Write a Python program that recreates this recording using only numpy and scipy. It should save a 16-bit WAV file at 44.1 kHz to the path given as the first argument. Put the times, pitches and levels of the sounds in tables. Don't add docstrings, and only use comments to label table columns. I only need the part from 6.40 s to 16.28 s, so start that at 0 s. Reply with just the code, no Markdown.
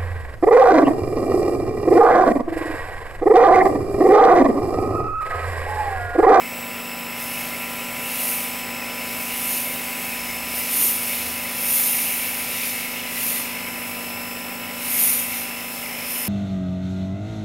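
import sys
import numpy as np
from scipy import signal
from scipy.fft import rfft, irfft, next_fast_len
from scipy.io import wavfile
from scipy.ndimage import uniform_filter1d, map_coordinates

SR = 44100
rng = np.random.default_rng(int(sys.argv[2]) if len(sys.argv) > 2 else 0)


def waveform_to_disk(signal):
    frames = np.transpose(np.atleast_2d(signal))
    scaled = np.clip(frames, -1, 1) * 32767
    samples = np.round(scaled).astype(np.int16)
    wavfile.write(sys.argv[1], SR, samples)


N = 435708


def amp(db):
    return 10 ** (np.asarray(db) / 20)


def unit(x):
    return x / np.sqrt(np.mean(x ** 2) + 1e-20)


def curves(rows):
    times, *columns = np.transpose(rows)
    return [np.interp(np.arange(N) / SR, times, column) for column in columns]


def wobble(rate):
    count = int(N * rate / SR) + 4
    fine_knots = np.arange(8 * count - 8) / 8
    smooth = map_coordinates(rng.standard_normal(count), [fine_knots])
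    return np.interp(np.arange(N) * (8 * rate / SR), np.arange(len(smooth)), smooth)


def filtered(x, response):
    m = next_fast_len(N + 8192)
    return irfft(rfft(x, m) * response(np.fft.rfftfreq(m, 1 / SR)), m)[:N]


def coloured(x, spectrum):
    f, db = np.transpose(spectrum)

    def response(hz):
        return amp(np.interp(np.log(hz + 1), np.log(f), db))
    return unit(filtered(x, response))


def patchy_noise(patchy_db):
    z = signal.stft(rng.standard_normal(N), nperseg=512)[2]
    field = uniform_filter1d(rng.standard_normal(z.shape), size=3, axis=0)
    field = uniform_filter1d(field, size=12, axis=1)
    patches = z * amp(patchy_db * unit(field))
    return unit(signal.istft(patches, nperseg=512)[1][:N])


def droplets(rate, spread_db):
    sizes = rng.uniform(-0.63, 1, N) * amp(spread_db * np.clip(rng.standard_normal(N), -2, 2))
    return unit(sizes * (rng.random(N) < rate / SR))


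def tone(angle):
    turns = angle / (2 * np.pi) + rng.random()
    cycle = (turns - np.floor(turns)).astype(np.float32)
    return np.sqrt(2) * np.sin(2 * np.pi * cycle)


# (start [s], end [s], start frequency [Hz], end frequency [Hz], level at mid-swell [dB])
DRONE_GLIDES = [(.5, 1.8, 138.6, 140.5, -53.5), (2.4, 3.8, 54.4, 61.2, -61), (3.5, 4.5, 62.3, 71, -54),
                (4.5, 5.4, 73.3, 84, -52.5), (5.5, 6.4, 87.4, 94, -55), (6.3, 10, 92.1, 98, -56)]


def drone():
    t, out = np.arange(N) / SR, np.zeros(N)
    for start, end, from_hz, to_hz, db in DRONE_GLIDES:
        part = np.clip((t - start) / (end - start), 0, 1)
        hz = from_hz + (to_hz - from_hz) * part
        angle = 2 * np.pi * np.cumsum(hz) / SR + 0.58 * wobble(12)
        swell = np.sin(np.pi * part)
        out += amp(db + 1.8 * wobble(9.2)) * swell * tone(angle)
    return out


# (frequency [Hz], relative density [dB per Hz])
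HOUSING_AIR = [(25, -30), (45, -23), (95, -1), (140, -4.5), (320, -1.5), (520, 2), (780, 2), (1000, -2.5),
               (1700, -3), (3500, -6), (4600, -11), (6600, -27.5), (15700, -12.5)]
# (frequency [Hz], relative density [dB per Hz])
GEAR_CASE_HISS = [(3000, -7), (4600, -29), (5400, -5.5), (6500, -22), (7300, -5.5), (9300, -15.5),
                  (10400, -9), (11300, -13), (12300, -6), (13200, 1), (14300, -6), (15500, -6.5)]


def fan(shaft, pump_db):
    throb = 1 + .08 * np.cos(shaft) + .03 * np.cos(2 * shaft)
    air = coloured(patchy_noise(patchy_db=1.4), HOUSING_AIR)
    air = amp(-26.5 + 0.28 * pump_db + 0.17 * wobble(3.26)) * air
    teeth = coloured(patchy_noise(patchy_db=0.7), GEAR_CASE_HISS)
    teeth = amp(-37.5) * (1 + 0.081 * np.cos(shaft)) * teeth
    return throb * (air + teeth)


PINION_TEETH, WHEEL_TEETH = 11, 50
# (multiple of the motor shaft, relative level [dB])
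MOTOR_PARTIALS = [(1, 0), (2, -20), (3, -18), (4, -22), (5, -16)]
# (offset [pump turns a second], relative level [dB])
LOAD_SIDES = [(-1, -9), (1, -14.5), (2, -21.5), (5, -15), (7, -14.5), (8, -20), (10, -18)]


def motor(shaft, level_db):
    rotor = shaft * WHEEL_TEETH / PINION_TEETH
    hum = sum(amp(db) * tone(k * rotor) for k, db in MOTOR_PARTIALS)
    sides = sum(amp(db) * tone(rotor + k * shaft) for k, db in LOAD_SIDES)
    mains = tone(2 * np.pi * 120 * np.arange(N) / SR)
    return amp(level_db - 0.06) * (hum + sides) + amp(-63.5) * mains


# (multiple of the tooth rate, level [dB])
MESH_TONES = [(1, -46), (4, -53), (5, -50), (6, -50)]
# (time [s], 2nd multiple of the tooth rate [dB], 3rd multiple [dB])
STRONG_MESH = [(0.0, -47, -50), (0.22, -51, -46.5), (0.91, -47, -51), (1.21, -52, -50), (2.34, -46.5, -46),
               (2.5, -45, -52), (3.08, -50, -46), (3.27, -47.5, -54), (3.6, -50, -45), (3.8, -44, -51),
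               (4.54, -46, -48), (4.9, -47.5, -57), (8.45, -47.5, -52), (8.61, -51, -49), (9.03, -49, -58),
               (9.88, -42.5, -54)]
# (offset [pump turns a second], level relative to the gear tone [dB])
MESH_SIDES = [(-8, -14.5), (-1, -4.5), (1, -10), (8, -15)]


def gears(shaft):
    whine = np.zeros(N)
    jitter = 0.082 * wobble(110) + 0.099 * wobble(5.5)
    second_db, third_db = curves(STRONG_MESH)
    for k, db in MESH_TONES + [(2, second_db), (3, third_db)]:
        mesh = k * (WHEEL_TEETH * shaft + jitter)
        sides = np.zeros(N)
        for turns, side_db in MESH_SIDES:
            side = tone(mesh + turns * shaft + .5 * wobble(4.6))
            sides += amp(side_db + 2.4 * wobble(4)) * side
        whine += amp(db + 0.2 + 0.55 * wobble(6)) * (tone(mesh) + sides)
    upper_side = tone((WHEEL_TEETH + 1) * shaft + jitter)
    return whine + amp(-48 + 2 * wobble(3)) * upper_side


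LOUDEST_ORDER = 19
# (multiple of the pump shaft, relative level [dB])
STROKE_PARTIALS = [(1, -18), (2, -11), (3, -10), (4, -34), (5, -1), (6, -28), (7, -19), (8, -9.5), (9, -8),
                   (10, -4.5), (11, -5), (12, -7.5), (13, -15), (14, -13), (15, -3), (16, -7), (17, -9.5),
                   (18, -40.5), (19, 0), (20, -22), (21, -12.5), (22, -18), (23, -9.5), (24, -5.5),
                   (25, -24), (26, -3.5), (27, -14), (28, -15), (29, -10), (30, -12), (31, -11.5),
                   (32, -15), (33, -6.5), (34, -13.5), (35, -6.5), (36, -19)]


def pump(shaft, level_db):
    body = np.zeros(N)
    for k, db in STROKE_PARTIALS:
        if k != LOUDEST_ORDER:
            partial = tone(k * shaft + 0.052 * wobble(14))
            body += amp(db + 1.46 * wobble(2.99)) * partial
    loudest = amp(level_db + 0.2 + 0.35 * wobble(11)) * tone(LOUDEST_ORDER * shaft)
    return amp(-24.5 + .5 * level_db) * body + loudest


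# (frequency [Hz], relative density [dB per Hz])
INLET_AIR = [(1200, -21), (1700, -18.5), (1950, -2), (2150, 1.5), (2450, 0), (2750, -2), (2950, -2),
             (3200, -19), (4200, -35)]
# (centre [Hz], wander scale [Hz], relative level [dB])
INLET_WHISTLES = [(2222, 150, -12.5), (2703, 200, -15)]
# (time [s], level [dB])
RASP_LEVEL = [(0.0, -37), (0.6, -37), (1.21, -34), (5.47, -34), (5.58, -31.5), (6.88, -33.5), (8.03, -38.5),
              (8.61, -34), (9.24, -35.5), (9.35, -40.5), (9.6, -34), (9.88, -35.5)]
ECHO_MS, SWAY_MS, SWAYS_PER_S = 2.265, 0.067, 2.5


def nozzle(shaft):
    rasp = coloured(patchy_noise(patchy_db=1.77), INLET_AIR)
    for centre_hz, wander_hz, db in INLET_WHISTLES:
        angle = 2 * np.pi * np.cumsum(centre_hz + wander_hz * wobble(90)) / SR
        rasp = rasp + amp(db) * wobble(120) * tone(angle)
    delay = (ECHO_MS + SWAY_MS * wobble(SWAYS_PER_S)) * SR / 1000
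    echo = np.interp(np.arange(N) - delay, np.arange(N), rasp)
    sputter = amp(0.27 * wobble(35)) * (1 + 0.021 * np.cos(shaft))
    return amp(curves(RASP_LEVEL)[0] - 0.4) * unit((rasp + 0.15 * echo) * sputter)


# (time of peak [s], Gaussian half length [s], resonance [Hz], peak level [dB])
PANEL_BOOMS = [(4.39, 0.028, 283, -39.5), (4.44, .03, 415, -44), (4.458, 0.032, 139, -49)]


def panel():
    t, out = np.arange(N) / SR, np.zeros(N)
    for s, half_s, ring_hz, db in PANEL_BOOMS:
        noise = rng.standard_normal(N)
        boom = unit(filtered(noise, lambda hz: 1 / (1 + ((hz - ring_hz) / 35) ** 2)))
        out += amp(db) * np.exp(-.5 * ((t - s) / half_s) ** 2) * boom
    return out


# (time of peak [s], hiss level [dB], splash level [dB], rise [s], fall [s],
#  flank shape [1 a pointed peak, 2 a round bell])
SPRAY_SWEEPS = [(.82, -33, -41, 0.048, .6, 1.6), (1.89, -24, -35.5, 0.22, .2, 1.17),
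                (3.14, -24.5, -36.5, 0.32, 0.21, 1.06), (3.75, -34, -40.5, 0.96, 0.84, 1.7),
                (4.18, -27, -36.5, .06, .1, 1.4), (4.43, -18.5, -34, .13, 0.13, 1.6),
                (4.68, -26.5, -36, 0.19, 0.37, 1.2), (5.36, -19.5, -32.5, 0.17, 0.51, 1.18),
                (6.27, -27.5, -34, 0.22, 0.21, 1.1), (6.9, -24.3, -34.5, 0.16, .17, 1.5),
                (7.45, -36.5, -47.5, 0.58, 0.67, 1.3), (8.64, -18, -33, 0.15, 0.19, 1.6),
                (8.94, -29, -40, .07, .2, 1), (9.38, -35.5, -43.5, 0.23, 0.42, 1.3),
                (9.71, -27.5, -40, 0.058, .4, 1.3)]


def sweeps(peaks_db, away_db, wider):
    t = np.arange(N) / SR
    power = np.full(N, amp(away_db) ** 2)
    for (s, _, _, rise, fall, shape), db in zip(SPRAY_SWEEPS, peaks_db):
        off_aim = np.abs(t - s) / (wider * np.where(t < s, rise, fall))
        power += amp(db) ** 2 * np.exp(-2 * np.minimum(off_aim, 10) ** shape)
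    return 10 * np.log10(power)


# (frequency [Hz], relative density [dB per Hz])
MIST_HISS = [(3000, -30), (7000, -10), (7800, -22), (8500, -9.5), (9300, -0.5), (10500, 0), (11200, -4),
             (12000, 1), (13000, 2), (14200, -4.5), (15200, -4), (15700, -28)]
# (frequency [Hz], relative density [dB per Hz])
FOAM_SPLASH = [(200, -30), (600, -18), (1500, -6.5), (3300, 3.5), (4600, 1), (6000, 1), (7200, -2),
               (7700, -5), (9000, 1), (15000, -29)]
AWAY_HISS_DB, AWAY_SPLASH_DB = -45, -46.5
SPLASH_WIDER = 1.54
BRIGHT_HZ, BRIGHT_DB_PER_DB, BRIGHT_FROM_DB = 12500, 0.04, -37


def spray(shaft):
    _, hiss_peaks, splash_peaks, *_ = np.transpose(SPRAY_SWEEPS)
    hiss_db = sweeps(hiss_peaks, AWAY_HISS_DB, wider=1)
    splash_db = sweeps(splash_peaks, AWAY_SPLASH_DB, wider=SPLASH_WIDER)
    pressure = 1 + 0.028 * np.cos(shaft) + 0.024 * np.cos(2 * shaft)
    jet = patchy_noise(patchy_db=1.0) + 0.42 * droplets(rate=3400, spread_db=5)
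    mist = coloured(jet, MIST_HISS)
    treble = filtered(mist, lambda hz: 1 - 1 / (1 + (hz / BRIGHT_HZ) ** 8))
    mist = mist - treble + amp(BRIGHT_DB_PER_DB * (hiss_db - BRIGHT_FROM_DB)) * treble
    landing = patchy_noise(patchy_db=1.64) + 0.33 * droplets(rate=700, spread_db=3.0)
    patter = coloured(landing, FOAM_SPLASH)
    hiss = amp(hiss_db + 0.55 * wobble(18)) * mist
    splash = amp(splash_db + 0.6 * wobble(14)) * patter
    return pressure * (hiss + splash)


SETTLED_HZ, CREEP_HZ, SETTLE_S = 52.53, .23, 3.5
# (time [s], motor hum control level [dB], pump control level [dB])
SCREENING = [(0.0, -42, -45), (0.25, -41, -44.5), (2.36, -41, -43.5), (5.64, -42, -47), (5.81, -44, -46.5),
             (6.22, -42.5, -48), (7.81, -40, -45), (9.85, -43, -50), (9.88, -41.5, -48)]


def scene():
    speed_hz = SETTLED_HZ - CREEP_HZ * np.exp(-np.arange(N) / SR / SETTLE_S)
    shaft = 2 * np.pi * np.cumsum(speed_hz) / SR
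    hum_db, pump_db = curves(SCREENING)
    washer = fan(shaft, pump_db) + motor(shaft, hum_db) + gears(shaft) + pump(shaft, pump_db)
    foam = nozzle(shaft) + panel() + spray(shaft)
    return np.tile(drone() + washer + foam, (2, 1))


TOP_HZ = 15750


def record(dry):
    return np.array([filtered(channel, lambda hz: hz < TOP_HZ) for channel in dry])


dry = scene()
out = record(dry)
waveform_to_disk(out)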